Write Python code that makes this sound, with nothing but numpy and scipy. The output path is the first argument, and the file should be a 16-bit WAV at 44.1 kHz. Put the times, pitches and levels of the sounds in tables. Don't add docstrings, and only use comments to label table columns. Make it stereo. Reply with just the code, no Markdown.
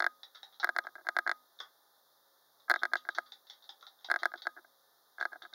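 import sys
import numpy as np
from scipy import signal
from scipy.io import wavfile
from scipy.ndimage import uniform_filter1d

SR = 44100
rng = np.random.default_rng(int(sys.argv[2]) if len(sys.argv) > 2 else 0)


def materialize(psi):
    bounded = np.clip(np.atleast_2d(psi).T, -1, 1)
    quanta = np.round(bounded * 32767).astype(np.int16)
    wavfile.write(sys.argv[1], SR, quanta)


N = 244314

# pitch in Hz, relative level per Hz in dB.
RUSH_SPECTRUM = [(30, 14), (100, -3.5), (300, -2.5), (800, -1), (1500, -2.5), (2200, -10), (2700, -8),
                 (3600, 3.5), (4200, -3.5), (6000, -8.5), (10000, -10.5), (16000, -7.5)]
# pitch in Hz, likeness from 0 (unrelated) to 1 (same).
RUSH_LIKENESS = [(100, 0.31), (400, .2), (1200, 0.46), (3500, 0.48), (6000, .1), (15000, .2)]
# average pitch in Hz, middle level in dB.
FAN_TONES = [(137, -80.5), (215, -93), (546, -86.5), (682, -91), (819, -87), (958, -97), (1221, -86),
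             (1761, -84.5), (3718, -99), (3746, -84), (4615, -100)]
# start in seconds, peak level in dB, sharpness as extra treble in dB.
NOTCHES = [(0.0031, -12, 7.5), (0.0229, -14, 3.5), (0.0427, -11.5, 9.5), (0.0647, -11, 4.5),
           (0.63, -20.5, 2), (0.6355, -18.5, 2), (0.6439, -7.5, 7.5), (0.672, -24.5, 0),
           (0.6906, -13.5, 4.5), (0.7636, -13.5, 7.5), (0.7865, -10, 7), (0.8686, -24, 0.5),
           (0.954, -31.5, 4.5), (1.0686, -21.5, 4), (1.0876, -11.5, 6.5), (1.166, -10, 5),
           (1.1873, -10.5, 6), (1.2647, -18.5, -11.5), (1.2754, -13, 5), (1.294, -13, 6.5),
           (1.3143, -12, 9.5), (2.6985, -8.5, 7), (2.705, -10.5, 7), (2.7133, -8.5, 6), (2.7393, -13, 6.5),
           (2.7598, -16, 4.5), (2.833, -11, 9), (2.8529, -14, 7.5), (2.9346, -10.5, 7.5), (2.955, -14.5, 4),
           (3.0514, -35.5, 7), (3.0887, -15.5, 3), (3.178, -30, -8), (3.1842, -13, 2.5), (4.1003, -18, 4),
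           (4.106, -21.5, 4.5), (4.1144, -8.5, 6), (4.1401, -15.5, 5), (4.1603, -13.5, 5), (4.2325, -13, 9),
           (4.2553, -10.5, 5), (4.3178, -35, 0), (4.3385, -24.5, -0.5), (4.4689, -15, 2),
           (4.574, -38.5, -15), (5.183, -32, 0.5), (5.211, -18, 4.5), (5.226, -18.5, 4.5),
           (5.253, -16, 0.5), (5.3304, -31, 0), (5.4199, -35, 2), (5.451, -33.5, 0)]
# time in seconds, peak level in dB.
TREBLE_BURSTS = [(0.064, -30.5), (0.6439, -23.5), (0.7844, -29), (1.0877, -43.5), (1.1863, -25.5),
                 (2.6965, -23.5), (2.7127, -21), (2.833, -49), (4.1133, -24), (4.2553, -26)]
# pitch in Hz, time to fade by 60 dB in ms,
# relative left level in dB, relative right level in dB, how far the left wave leads in radians.
SHELL_MODES = [(252.1, 2600, -66, -55.5, 2), (348, 49.7, -32.5, -22, 1.2), (533, 61, -42, -36.5, 1),
               (644, 29.7, -24.5, -19, 2.05), (703, 34, -27.5, -16, -7.3), (852.5, 60, -30.5, -37, 4.5),
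               (1006, 80, -43.5, -35, 4.5), (1225, 41, -21, -35, 4.5), (1337, 19, -3.5, -24.5, 1),
               (1473, 24, -7.5, -29.5, 1.73), (1626.7, 21.4, 1, -5, 0.4), (1878, 14, -5, -6.5, -2),
               (1985, 14.1, -14, -2.5, 4), (2047, 8.4, -24.5, -8, 10)]
# pitch in Hz, time to fade by 60 dB in ms,
# relative left level in dB, relative right level in dB, how far the left wave leads in radians.
SPRING_MODES = [(3552, 14, -16, -24.5, 4.2), (3632, 13.2, -33, -13.5, 2.54), (4015, 15.8, -22.5, -26, 3.9),
                (4190, 6.45, -14, -11.5, 1.1), (4580, 3.9, -26, -17.5, .1), (5050, 5.5, -12, -19.5, 1.56),
                (5804, 3.75, -14.5, -37, 0.14), (6934, 4.3, -22.5, -24.5, 0.065),
                (8930, 4.4, -34, -25.5, .1), (9880, 6.44, -38.5, -29.5, 0.12)]
# start in seconds, peak level in dB, thud against the cap in dB,
# pitch the thud favours in Hz, time for the chatter to drop 20 dB in ms (at least 2 is used).
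KEYS = [(0.232, -27.5, -13, 755, 5), (0.347, -35.5, -10.5, 1260, 37), (0.4306, -27, -9.5, 805, 2.5),
        (0.525, -46, -14, 1280, 20), (0.5424, -48, -13.5, 1330, 15), (0.599, -24.5, -12, 770, 8),
        (0.838, -41, -3.5, 1590, 9), (1.5882, -36, -17, 1700, 3.5), (1.6013, -23, -6, 1470, 6.5),
        (2.5985, -49.5, -8.5, 1210, 13), (2.7518, -33, -10, 1620, 9.5), (2.7909, -34, -20, 1230, 9),
        (2.9667, -28, -15, 1210, 5), (3.1004, -42, -10.5, 1240, 19), (3.148, -30.5, -12, 1560, 19),
        (3.258, -45.5, -8, 1240, 35.5), (3.32, -27.5, -13.5, 765, 6.5), (3.4688, -43, -13.5, 1223, 9),
        (3.498, -29.5, -18.5, 760, 13.5), (3.533, -40.5, -16, 1520, 5), (3.6236, -44, -19, 1450, 10),
        (3.6405, -42.5, -14, 1360, 22), (3.691, -25.5, -12.5, 770, 6), (3.809, -43, -9, 815, 5),
        (3.825, -35.5, -6.5, 1430, 14.5), (3.867, -31.5, -9.5, 770, 13), (3.9898, -48.5, -9.5, 857, 4),
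        (4.0098, -45, -12.5, 1460, 41), (4.0446, -28.5, -10.5, 750, 13), (4.189, -34, -11, 1240, 20),
        (4.241, -36, -10, 1650, 20), (4.3587, -41.5, -13, 1220, 5), (4.3758, -36, -13, 1450, 11),
        (4.4198, -27.5, -12, 767, 7.5), (5.199, -31, -10, 1580, 19), (5.4225, -29, -14, 1530, 0.5),
        (5.5364, -30, -13, 1370, -3)]
# pitch as a multiple of CAP_HZ, time to fade by 60 dB in ms, level in dB.
CAP_MODES = [(.95, 8, 5.5), (1.011, 6.7, 4), (1.179, 5, 0.5), (1.4, 4, -0.5), (1.599, 3.5, -12),
             (1.85, 3, -16.5)]
# pitch in Hz, time to fade by 60 dB in ms, relative level in dB.
BASE_MODES = [(779, 22, -2.5), (1293, 22, -3.5), (1444, 14, 3.5), (1690, 13, 0)]
# start in seconds, relative level in dB,
# fade length in ms (at least 3 is used).
SCUFFS = [(0.615, -53, 16), (0.748, -50.5, 9.1), (0.846, -45.5, 10), (0.883, -50.5, 7.6), (0.958, -49, 7.5),
          (0.98, -50.5, 18), (1.009, -52.5, 7.2), (1.047, -55.5, 50), (1.147, -56, 14), (1.257, -52, 4.6),
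          (2.68, -43, 11.4), (2.816, -43, 28), (2.916, -45.5, 7.5), (3.058, -54, 23), (3.16, -53, 26),
          (4.085, -41.5, 5.1), (4.125, -41, 2.4), (4.217, -49, 13), (4.351, -47.5, 8), (4.452, -43, 6.4),
          (4.487, -53, 8.3), (4.564, -50.5, 24), (4.588, -48, 4.5), (4.645, -53.5, 4.3), (5.192, -44, 38.5),
          (5.239, -67, 11), (5.317, -50, 33), (5.344, -54, 10.6), (5.356, -43.5, 5.6), (5.428, -51.5, 21),
          (5.458, -44, 3.2), (5.527, -49.5, 11)]
# centre in Hz, width in Hz, depth in dB.
SLOTS = [(2433, 1500, 35.5), (2928, 1730, 21), (7990, 3480, 38)]

RUSH_DB, RUSH_LEFT_DB = -63.5, 1
HISS_EDGE_HZ = 15800
UPPER_SHARE = 0.89
PUSH_MS, PUSH_DB = 7, -28.5
BURST_LEFT_DB, BURST_MS, BURST_LATE_S = -9, 1.4, 0.00065
TINE_HZ, TINE_T60_S, TINE_DB = 1244, 0.32, -35.5
ROOM_T60_S, ROOM_TREBLE_T60_S, ROOM_SPLIT_HZ = 0.21, 0.15, 3000
KEY_ROOM_DB, WHEEL_ROOM_DB = -2, -31.5
CAP_HZ = 3704
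REBOUND_S, REBOUND_DB = 0.0115, -11.5
BASS_HZ, TREBLE_EDGE_HZ = 438, 16560


def amp(db):
    return 10 ** (np.asarray(db) / 20)


def read(points, hz):
    f, value = np.transpose(points)
    return np.interp(np.log(hz + 1), np.log(f + 1), value)


def add(mix, start_s, sound):
    at = round(start_s * SR)
    part = mix[..., at:at + sound.shape[-1]]
    part += sound[..., :part.shape[-1]]


def ring(modes, extra_db, size=6000):
    hz, t60_ms, left_db, right_db, lead = np.transpose(modes)[:, :, None]
    t = np.arange(size) / SR
    fade = amp(extra_db[:, None] - 60e3 * t / t60_ms)
    left = amp(left_db) * np.sin(2 * np.pi * hz * t + lead)
    left = left * (1 - np.exp(-(t / 0.0013) ** 2))
    right = amp(right_db) * np.sin(2 * np.pi * hz * t)
    right = right * (1 - np.exp(-(t / 0.00062) ** 2))
    return np.array([(fade * left).sum(0), (fade * right).sum(0)])


def peaked(x):
    return x / abs(x.mean(0)).max()


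def air():
    frames, hz = N // 256 + 5, np.fft.rfftfreq(1024, 1 / SR)
    a, b, c, d = rng.standard_normal((frames, 513, 4)).T
    left, other = a + 1j * b, c + 1j * d
    same = np.clip(read(RUSH_LIKENESS, hz), -1, 1)[:, None]
    right = same * left + np.sqrt(1 - same ** 2) * other
    shape = amp(read(RUSH_SPECTRUM, hz)) * (hz < HISS_EDGE_HZ)
    spectrum = np.array([left, right]) * shape[:, None]
    rush = signal.istft(spectrum, nperseg=1024, noverlap=768)[1][:, :N]
    out = amp(RUSH_DB) * rush / rush.std() * amp([[RUSH_LEFT_DB / 2], [-RUSH_LEFT_DB / 2]])

    slow = rng.standard_normal((2, len(FAN_TONES), N // 441 + 2))
    slow = uniform_filter1d(slow, 20) * np.sqrt(20)
    t = np.arange(N) / 441
    for (hz, db), drift, swell in zip(FAN_TONES, *slow):
        points = np.arange(len(drift))
        pitch = hz * (1 + 0.0008 * np.interp(t, points, drift))
        turns = np.cumsum(pitch) / SR
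        level = np.sqrt(2) * amp(db + 3.2 * np.interp(t, points, swell))
        out = out + level * np.sin(2 * np.pi * turns)
    return out


def notches():
    out, modes = np.zeros((2, N)), SHELL_MODES + SPRING_MODES
    upper = np.transpose(SHELL_MODES)[0] > 1700
    sharp_share = np.r_[upper * UPPER_SHARE, np.ones(len(SPRING_MODES))]
    grips = rng.standard_normal((len(NOTCHES), len(modes)))
    u = np.arange(4000) / SR / (PUSH_MS / 1e3)
    push = u * np.exp(1 - u)
    for (start_s, db, sharp_db), grip in zip(NOTCHES, grips):
        extra_db = 1.8 * grip + sharp_db * sharp_share
        add(out, start_s, amp(db) * peaked(ring(modes, extra_db)))
        push_db = db + PUSH_DB
        add(out, start_s, amp([[push_db - 4], [push_db]]) * push)
    return out


def treble_bursts():
    out, t = np.zeros((2, N)), np.arange(400) / SR
    swell = t * np.exp(-1e3 * t / BURST_MS * np.e)
    bursts = rng.standard_normal((len(TREBLE_BURSTS), 2, 400)) * swell
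    for (time_s, db), burst in zip(TREBLE_BURSTS, bursts):
        level = amp([[db + BURST_LEFT_DB], [db]])
        add(out, time_s + BURST_LATE_S, level * burst / abs(burst).max())
    return out


def tine():
    out = np.zeros(N)
    starts, peaks_db = np.transpose(NOTCHES)[:2]
    stops = np.r_[starts[1:], N / SR]
    for start, stop, peak_db in zip(starts, stops, peaks_db):
        t = np.arange(0, min(stop - start, TINE_T60_S), 1 / SR)
        edges = np.clip(np.minimum(t, t[::-1]) / 0.002, 0, 1)
        fade = amp(peak_db + TINE_DB - 60 * t / TINE_T60_S)
        add(out, start, fade * edges * np.sin(2 * np.pi * TINE_HZ * t))
    return out


def room(x):
    size = SR // 2
    taps, t = np.zeros((3, size)), np.arange(size) / SR
    at = np.arange(100, size - 20, 20)
    at = at + rng.integers(0, 20, (3, len(at)))
    np.put_along_axis(taps, at, rng.choice([-1., 1.], at.shape), 1)
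    taps = taps[:2] * 0.33 + taps[2]
    low = signal.sosfiltfilt(signal.butter(2, ROOM_SPLIT_HZ, fs=SR, output="sos"), taps)
    high = taps - low
    taps = low * amp(-60 * t / ROOM_T60_S) + high * amp(-60 * t / ROOM_TREBLE_T60_S)
    return signal.fftconvolve(x[None], taps / np.linalg.norm(taps[0]), axes=1)[:, :N]


def keys():
    out, t = np.zeros(N), np.arange(3000) / SR
    chance = rng.standard_normal((len(KEYS), 3, 3000))
    cap = [(CAP_HZ * k, t60, db) for k, t60, db in CAP_MODES]
    for (start_s, db, thud_db, thud_hz, ms), (tune, grain, clump) in zip(KEYS, chance):
        base = [(f, t60, d + thud_db - 8.8 * abs(np.log2(f / thud_hz))) for f, t60, d in BASE_MODES]
        hz, t60_ms, mode_db = np.transpose(cap + base)[:, :, None]
        hz = hz * (1 + 0.022 * tune[:len(hz), None])
        fade = amp(mode_db - 60e3 * t / t60_ms)
        body = (fade * np.sin(2 * np.pi * hz * t)).sum(0)
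        body = body * (1 - np.exp(-(t / 0.00024) ** 2))

        clump_db = 45 * uniform_filter1d(clump, 80)
        drop_db = -20e3 * t / max(ms, 2)
        chatter = grain * amp(clump_db + drop_db) * np.clip(t / 0.00047, 0, 1)
        rebound = np.roll(chatter, round(REBOUND_S * SR)) * (t >= REBOUND_S)
        chatter = chatter + amp(REBOUND_DB) * rebound
        hit = signal.fftconvolve(chatter, body)[:3000]
        add(out, start_s, amp(db) * hit / abs(hit).max())
    return out


def scuffs():
    push, t = np.zeros(N), np.arange(2500) / SR
    modes = SHELL_MODES + SPRING_MODES
    for start_s, db, ms in SCUFFS:
        grain, roughness = rng.standard_normal((2, 2500))
        stroke = np.clip(t / 0.00071, 0, 1) * np.exp(-(1e3 * t / max(ms, 3)) ** 2)
        add(push, start_s, amp(db) * stroke * grain * amp(4.54 * roughness))
    tilt_db = -4.5 * np.log2(np.transpose(modes)[0] / 1200)
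    body = ring(modes, tilt_db)
    body = body / np.linalg.norm(body.mean(0))
    return signal.oaconvolve(push[None], body, axes=1)[:, :N]


def scene():
    background = air()
    wheel = notches() + treble_bursts() + tine() + scuffs()
    typing = keys()
    into_room = amp(KEY_ROOM_DB) * typing + amp(WHEEL_ROOM_DB) * wheel.mean(0)
    return wheel + typing + room(into_room) + background


def record(dry):
    out = signal.sosfilt(signal.butter(2, BASS_HZ, "high", fs=SR, output="sos"), dry)
    for hz, width_hz, depth_db in SLOTS:
        middle = -2 * np.cos(2 * np.pi * hz / SR)
        a = np.tan(np.pi * width_hz / SR)
        kept = a * amp(-depth_db)
        out = signal.lfilter([1 + kept, middle, 1 - kept], [1 + a, middle, 1 - a], out)
    limit = signal.firwin(511, TREBLE_EDGE_HZ, window=("kaiser", 9), fs=SR)
    return signal.oaconvolve(out, limit[None], "same")


dry = scene()
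out = record(dry)
materialize(out)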